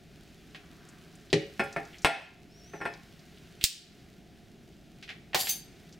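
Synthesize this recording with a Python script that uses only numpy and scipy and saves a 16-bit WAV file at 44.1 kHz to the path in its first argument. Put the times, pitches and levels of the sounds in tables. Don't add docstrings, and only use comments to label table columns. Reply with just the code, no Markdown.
import sys
import numpy as np
from scipy import signal
from scipy.fft import rfft, irfft, next_fast_len
from scipy.io import wavfile
from scipy.ndimage import uniform_filter1d, map_coordinates

SR = 44100
rng = np.random.default_rng(int(sys.argv[2]) if len(sys.argv) > 2 else 0)


def master_out(mix):
    frames = np.transpose(np.atleast_2d(mix))
    ceiling = np.clip(frames, -1, 1)
    pcm = np.round(ceiling * 32767).astype(np.int16)
    wavfile.write(sys.argv[1], SR, pcm)


N = 264153
T = np.arange(N) / SR
AGE = T[:SR * 3 // 4]


def amp(db):
    return 10 ** (np.asarray(db) / 20)


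def unit(x):
    return x / np.sqrt(np.mean(x ** 2) + 1e-20)


def blow(x):
    return x / np.sqrt(np.sum(x ** 2) * 100 / SR + 1e-20)


def along(points):
    hz, values = np.transpose(points)
    return lambda f: np.interp(np.log(f + 1), np.log(hz), values)


def hump(hz):
    return lambda f: -40 * np.tanh(0.75 * np.log2((f + 1) / hz) ** 2)


def wobble(rate):
    return map_coordinates(rng.standard_normal(int(N * rate / SR) + 4), [T * rate])


def envelope(start, length, attack, release):
    age = np.maximum(T - start, 0)
    return (1 - np.exp(-age / attack)) * np.exp(-np.maximum(age - length, 0) / release)


def coloured(x, curve):
    size = 2 * next_fast_len(x.shape[-1] // 2 + 4096)
    cepstrum = irfft(np.log(amp(curve(np.fft.rfftfreq(size, 1 / SR))) + 1e-6))
    cepstrum[1:size // 2] *= 2
    cepstrum[size // 2 + 1:] = 0
    return irfft(rfft(x, size) * np.exp(rfft(cepstrum)))[..., :x.shape[-1]]


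def shelved(x, bass_db, treble_db, treble_hz, bass_hz=550):
    return coloured(x, lambda f: bass_db / (1 + (f / bass_hz) ** 6)
                    + treble_db / (1 + (treble_hz / (f + 1)) ** 8))


def burst(curve, t60, spike):
    chatter = rng.standard_normal(len(AGE)) * amp(-60 * AGE / t60)
    chatter /= np.linalg.norm(chatter)
    chatter[0] = spike
    band_power = uniform_filter1d(np.abs(rfft(chatter)) ** 2, size=90)
    uneven_db = 10 * np.log10(np.abs(band_power) + 1e-9)
    hz = np.fft.rfftfreq(len(AGE), 1 / SR)
    return blow(coloured(chatter, lambda f: curve(f) - np.interp(f, hz, uneven_db)))


def ring(modes):
    hz, db, t60 = np.transpose(modes)[:, :, None]
    strength_db = db + rng.standard_normal(hz.shape)
    sign = rng.choice([-1, 1], hz.shape)
    partials = sign * amp(strength_db - 60 * AGE / t60) * np.sin(2 * np.pi * hz * AGE)
    return blow(np.sum(partials, axis=0))


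def add_in_room(out, start_s, x, room_db, pan_db, side_db=-7, early_gain=2.98):
    # frequency in Hz, reverberation time (t60) in seconds.
    decay_times = [(150, .36), (700, .4), (2500, .46), (5000, .42), (9000, .32), (15000, .23)]
    # frequency in Hz, relative level in dB of the reverberation's left-right difference.
    width = [(120, -2), (500, 4), (1200, 4), (4000, 1.5), (12000, -3.5)]
    hz, t, noise = signal.stft(rng.standard_normal((2, len(AGE))), SR, nperseg=256)
    decay = amp(-60 * t / along(decay_times)(hz)[:, None]) + early_gain * amp(-60 * t / 0.062)
    build_up = 1 - np.exp(-AGE / 0.0018)
    mid, side = signal.istft(noise * decay, SR, nperseg=256)[1][:, :len(AGE)] * build_up
    side_gain = amp(side_db + along(width)(np.fft.rfftfreq(len(AGE), 1 / SR)))
    side = irfft(rfft(side) * side_gain, len(AGE))
    response = amp(room_db) * np.array([mid + side, mid - side]) / np.linalg.norm(mid)
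    response[:, 0] += amp([pan_db / 2, -pan_db / 2])
    start = round(start_s * SR)
    heard = signal.fftconvolve(x[None], response, axes=1)[:, :N - start]
    out[:, start:start + heard.shape[1]] += heard


def air(spectrum, side_db):
    mid, side = unit(coloured(rng.standard_normal((2, N)), along(spectrum)))
    return np.array([mid + amp(side_db) * side, mid - amp(side_db) * side])


def simmer_strength(rest_db=-65):
    # start in seconds, length in seconds, level of the added hiss in dB.
    surges = [(0, 1.7, -64.5), (1.4, 0.82, -60.5), (2.5, 1.5, -63.5), (5.55, .35, -63.5)]
    surge_power = sum((amp(db) * envelope(start, length, attack=0.092, release=0.083)) ** 2
                      for start, length, db in surges)
    return np.sqrt(amp(rest_db) ** 2 + surge_power)


def background():
    # frequency in Hz, relative level in dB.
    hiss_spectrum = [(500, -28), (1000, -5), (1500, 3.5), (2500, 3.5), (4200, 0), (6000, -4), (9000, -11.5),
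                     (15800, -14.5)]
    rush_spectrum = [(20, -13.5), (54, -2.5), (96, -6.5), (166, 0), (280, -6.5), (370, -6.5), (425, -8),
                     (490, -21), (560, -17.5), (720, -14), (950, -30), (1300, -38), (2500, -80.5)]
    # frequency in Hz, level in dB.
    hum_tones = [(161, -64), (357, -72), (560, -82), (703, -73), (1400, -86)]
    hiss = simmer_strength() * amp(0.26 * wobble(14)) * air(hiss_spectrum, side_db=-17)
    hum = sum(amp(db + 2 * wobble(6)) * np.sin(2 * np.pi * hz * T + 1.3 * wobble(16))
              for hz, db in hum_tones)
    rush = amp(-55 + 0.22 * wobble(6.2)) * air(rush_spectrum, side_db=-12)
    return hiss + hum + rush


def bubbles(count=12, centre_hz=4800, spread_octaves=0.45):
    # start in seconds, level in dB, centre frequency in Hz, t60 in seconds.
    pops = [(0.888, -56, 6940, 0.049), (1.154, -59.5, 7400, .03), (1.302, -50, 3760, 0.054),
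            (1.638, -53.5, 8600, .08), (1.727, -49.5, 5740, .06), (1.852, -56.5, 5550, 0.035),
            (1.93, -52, 2720, 0.22), (1.944, -49.5, 2300, .16), (1.984, -53, 5240, 0.051),
            (2.020, -51, 6020, 0.11), (2.938, -52, 4600, .04), (3.193, -59.5, 4560, 0.049),
            (3.374, -57.5, 3230, 0.087), (5.926, -54.5, 5250, 0.091)]
    out = np.zeros((2, N))
    strength = simmer_strength()
    for start, db, hz, t60 in pops:
        add_in_room(out, start, amp(db) * burst(hump(hz), t60, spike=0.25), room_db=-16, pan_db=0.5)
    activity = np.cumsum(strength ** 2)
    for when, size, pitch in rng.random((count, 3)):
        start = T[np.searchsorted(activity, when * activity[-1])]
        hz = centre_hz * 2 ** (spread_octaves * (2 * pitch - 1))
        gain = np.median(strength) * amp(-9 + 2 * (2 * size - 1))
        add_in_room(out, start, gain * burst(hump(hz), t60=0.04, spike=0.25), room_db=-8, pan_db=-1)
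    impulses = (rng.random(N) < 80 / SR) * rng.random(N) ** 2
    fizz = unit(coloured(impulses, along([(800, -27), (3000, 13), (7000, 6), (15000, -3.5)])))
    add_in_room(out, 0, fizz * strength * amp(-11.5), room_db=-10.5, pan_db=-4.5)
    return out


def bowl_slide(level_db=-64, centre_hz=1370):
    out = np.zeros((2, N))
    rub = unit(coloured(rng.standard_normal(N), hump(centre_hz))) * amp(1.5 * wobble(39.5))
    motion = envelope(start=0.47, length=0.47, attack=0.23, release=0.23)
    add_in_room(out, 0, amp(level_db) * motion * rub, room_db=-7.5, pan_db=0.5)
    return out


def steam_whistle(level_db=-59.5, attack_s=0.032, release_s=0.0146):
    # time in seconds, frequency in Hz.
    contour = [(2.49, 4801), (2.522, 5325), (2.592, 5850), (2.616, 5330), (2.71, 6230), (2.79, 5836),
               (2.85, 5210)]
    out = np.zeros((2, N))
    times, hz = np.transpose(contour)
    pitch = np.interp(T, times, hz) * (1 + 0.0038 * wobble(150))
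    length = times[-1] - times[0] - release_s
    flow = amp(level_db + wobble(24.85)) * envelope(times[0], length, attack_s, release_s)
    add_in_room(out, 0, flow * np.sin(2 * np.pi * np.cumsum(pitch) / SR), room_db=-6, pan_db=1)
    return out


def counter_taps(hardest_t60=0.038, db_per_doubling=23):
    # start in seconds, level in dB, bass shelf in dB, treble shelf in dB.
    taps = [(0.547, -44.5, -7, -5), (5.0265, -46, -19, 2), (5.078, -49.5, -16, -5),
            (5.0908, -40.5, -25, -8), (5.102, -44, -7, -2), (5.332, -39, -11, -12), (5.3454, -24.5, 5, 4.5),
            (5.349, -25, 5.5, 7.5), (5.4702, -35, -11.5, 2)]
    # frequency in Hz, relative level in dB.
    stone_spectrum = [(60, -16.5), (160, -5), (400, -2), (560, 2), (780, -3), (1050, -7), (1600, 1.5),
                      (2400, 3.5), (3600, 0.5), (5000, -5), (8000, -20), (15500, -35)]
    # frequency in Hz, relative level in dB, t60 in seconds.
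    tip_modes = [(752, -1, 0.079), (800, 0, 0.029), (1080, -6, 0.031), (1860, 2, 0.033)]
    out = np.zeros((2, N))
    hardest_db = max(row[1] for row in taps)
    for start, db, bass_db, treble_db in taps:
        t60 = hardest_t60 * 2 ** ((hardest_db - db) / db_per_doubling)
        tap = burst(along(stone_spectrum), t60, spike=0.076) + amp(-3.5) * ring(tip_modes)
        tap = blow(shelved(tap, bass_db, treble_db, treble_hz=3690, bass_hz=1202))
        add_in_room(out, start, amp(db) * tap, room_db=-2, pan_db=-1)
    return out


def clash_and_skid(swell_db=12):
    # start in seconds, ring level in dB, crack level in dB.
    clashes = [(5.347, -44.5, -27.5), (5.392, -46, -38.5), (5.411, -47, -59), (5.4925, -25, -32.5),
               (5.506, -33, -56)]
    # frequency in Hz, relative level in dB, t60 in seconds.
    steel_modes = [(3693, -24, .25), (4694, -12, .12), (6208, -3, .14), (6325, -6, .16), (6804, -12, .12),
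                   (7350, -12, .12), (8560, -8, .14), (10735, -7, .16), (11480, -3.5, .15),
                   (13570, -7, .14), (14336, -4, .15), (14750, -10, .09), (15560, -8, .12)]
    # frequency in Hz, relative level in dB.
    scrape_spectrum = [(500, -54), (1500, -9), (3000, 5.5), (5000, 2.5), (8500, -0.5), (9700, -7.5),
                       (11500, -3), (15800, 2.5)]
    # start in seconds, length in seconds, final excitation level in dB.
    pushes = [(5.364, 0.041, -32.5), (5.444, 0.055, -37.5)]
    # frequency in Hz, bandwidth in Hz, relative level in dB.
    peaks = [(4650, 160, 1), (7300, 100, 0.5), (8520, 80, -1), (10400, 70, -1), (11460, 76, 5.5),
             (12410, 90, 1.5), (14340, 38, 3)]

    def resonances(f):
        power = sum(amp(db) ** 2 / (1 + (2 * (f - hz) / width) ** 2) for hz, width, db in peaks)
        return 10 * np.log10(power)

    out = np.zeros((2, N))
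    for start, ring_db, crack_db in clashes:
        crack = burst(along(scrape_spectrum), t60=0.1, spike=0.34)
        clash = amp(ring_db) * ring(steel_modes) + amp(crack_db) * crack
        add_in_room(out, start, clash, room_db=-3.5, pan_db=-1.5)
    pressure = np.zeros(N)
    for start, length, db in pushes:
        remaining = np.clip(1 - (T - start) / length, 0, 1)
        pressure += amp(db - swell_db * remaining) * envelope(start, length, attack=0.006, release=0.034)
    slips = unit(rng.standard_normal(N) * amp(3.5 * wobble(400))) * pressure
    scrape = amp(-1) * unit(coloured(slips, along(scrape_spectrum)))
    singing = amp(-0.5) * unit(coloured(slips, resonances))
    add_in_room(out, 0, (scrape + singing) * np.std(slips), room_db=-4.5, pan_db=1)
    return out


def lock_snap():
    # start in seconds, level in dB, treble shelf in dB, rattle t60 in seconds.
    snaps = [(3.6118, -40, -25, 0.055), (3.629, -39, -10.5, 0.17), (3.640, -9.5, -2, 0.045)]
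    # frequency in Hz, relative level in dB.
    lock_spectrum = [(300, -52), (1000, -31), (1600, -16.5), (2900, -2.5), (4700, 3), (6200, -1.5),
                     (8500, 0.5), (11000, -10.5), (15500, -5.5)]
    out = np.zeros((2, N))
    for start, db, treble_db, t60 in snaps:
        snap = burst(along(lock_spectrum), t60, spike=0.041)
        snap = blow(shelved(snap, 0, treble_db, treble_hz=4200))
        add_in_room(out, start, amp(db) * snap, room_db=-3.5, pan_db=-3.5, early_gain=3.7)
    return out


def bottom_jab(contacts=5, first_s=1.329, first_gap_s=0.003, slowing=1.4):
    # frequency in Hz, relative level in dB.
    thud_spectrum = [(60, -53), (110, 1), (160, 1), (220, -6.5), (320, -6), (420, 14.5), (560, -19),
                     (760, -5), (1000, -29), (2000, -65)]
    clack_spectrum = [(500, -9), (1400, -8.5), (1900, 4.5), (2500, 2), (4200, 0), (6000, -8), (9000, -17),
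                      (15000, -45)]
    # frequency in Hz, relative level in dB, t60 in seconds.
    bottom_modes = [(158, -5, .24), (250, -7, .12), (318, -3, .22), (422, -2.5, .16), (554, -9, .25)]
    arm_modes = [(1940, -3, 0.044), (2450, -6, 0.068), (2940, 1, .08), (3970, -3.5, 0.07),
                 (5860, -7, 0.061)]
    out = np.zeros((2, N))
    for k in range(contacts):
        start = first_s + first_gap_s * k ** slowing
        thud = amp(-17.5 - 6 * k) * burst(along(thud_spectrum), t60=0.079, spike=0.76)
        bottom = amp(-32 + k) * ring(bottom_modes)
        add_in_room(out, start, thud + bottom, room_db=-4.5, pan_db=2.2, side_db=-20)
        clack = burst(along(clack_spectrum), t60=0.02, spike=0.16) + amp(-5.5) * ring(arm_modes)
        add_in_room(out, start, amp(-25 - 4.5 * k) * blow(clack), room_db=-4, pan_db=0)
    return out


def pot_knocks(tip_lag_s=0.0054, rim_hz=736, rim_octaves=0.22):
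    # start in seconds, level in dB, then bass, treble, ring and rim gains in dB.
    knocks = [(1.5954, -24, 4.5, -8.5, 2, -3.5), (1.7629, -28.5, 5, -12.5, 1, 3),
              (2.0472, -8, -2, 1.5, -2, 2.5), (2.735, -40, 8, -14, 4, -2.5), (2.803, -44, 5, -34, 7, -2),
              (2.8123, -34.5, 4, -14, 10.5, -8), (2.8535, -30.5, 2.5, -8.5, 3.5, -6.5)]
    # frequency in Hz, relative level in dB.
    wall_spectrum = [(53, -68), (90, -14.5), (415, -1), (626, -2), (682, 7.5), (922, -3.5), (1300, -10),
                     (1390, -3.5), (2000, -2.5), (2590, -5), (3990, -14), (5200, -17), (7290, -28.5),
                     (9050, -22), (10100, -31.5), (15500, -43)]
    # frequency in Hz, relative level in dB, t60 in seconds.
    pot_modes = [(158, -14, .26), (315, -16, .25), (422, -10, .26), (555, -13, .25), (695, -4, .19),
                 (792, -3, .27), (850, -8, .2), (1068, -6, .09), (1398, 1, .15), (1615, -7, .13),
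                 (1712, -8, .15), (1788, 0, .13), (1893, -10, .17), (2132, -12, .26), (2191, -6, .12),
                 (2303, -5, .14), (2499, -2, .2), (2577, -5, .2), (2665, -10, .18), (2972, -12, .22),
                 (3381, -11, .2), (4300, -13, .1), (5170, -15, .27), (7908, -17, .12), (8010, -17, .12),
                 (8732, -16, .1), (8904, -17, .13), (9390, -20, .13), (10800, -26, .14), (11700, -27, .14),
                 (13100, -25, .1), (14800, -27, .12)]
    out = np.zeros((2, N))
    for start, db, bass_db, treble_db, ring_db, rim_db in knocks:
        for tip in (0, 1):
            contact = burst(along(wall_spectrum), t60=0.051, spike=0.27)
            hit = contact + amp(ring_db - 10.5 * tip) * ring(pot_modes)
            hit = coloured(hit, lambda f: rim_db * np.exp(-(np.log2((f + 1) / rim_hz) / rim_octaves) ** 2))
            hit = amp(db - 3 * tip) * blow(shelved(hit, bass_db, treble_db, treble_hz=2530))
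            add_in_room(out, start + tip * tip_lag_s, hit, room_db=-3, pan_db=0.7, side_db=-12.5)
    return out


def scene():
    contacts = pot_knocks() + bottom_jab() + lock_snap() + counter_taps() + clash_and_skid()
    return contacts + bowl_slide() + bubbles() + steam_whistle() + background()


def lag(x, tau):
    pole = np.exp(-1 / (tau * SR))
    return signal.lfilter([1 - pole], [1, -pole], x)


def gain_control(x, limit_db=-15, release_db_per_s=30, attack_s=0.00089, leak=0.81, leak_hz=110):
    sensed = signal.sosfilt(signal.butter(2, 550, 'high', fs=SR, output='sos'), x)
    power = uniform_filter1d(np.mean(sensed ** 2, axis=0), size=48)
    excess_db = np.maximum(10 * np.log10(np.abs(power) + 1e-12) - limit_db, 0)
    recovery_db = release_db_per_s * T
    cut_db = lag(np.maximum.accumulate(excess_db + recovery_db) - recovery_db, attack_s)
    drops = np.maximum(np.diff(cut_db, prepend=0), 0)
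    thump = lag(drops, 1 / (2 * np.pi * leak_hz))
    return x * amp(-cut_db) - leak * thump


def record(dry):
    ceiling, top_hz = 0.55, 15900
    ducked = gain_control(dry)
    saturated = ducked / (1 + (ducked / ceiling) ** 4) ** (1 / 4)
    size = next_fast_len(N + SR // 2)
    passband = np.clip(0.5 + (top_hz - np.fft.rfftfreq(size, 1 / SR)) / 300, 0, 1)
    return irfft(rfft(saturated, size) * passband, size)[:, :N]


dry = scene()
out = record(dry)
master_out(out)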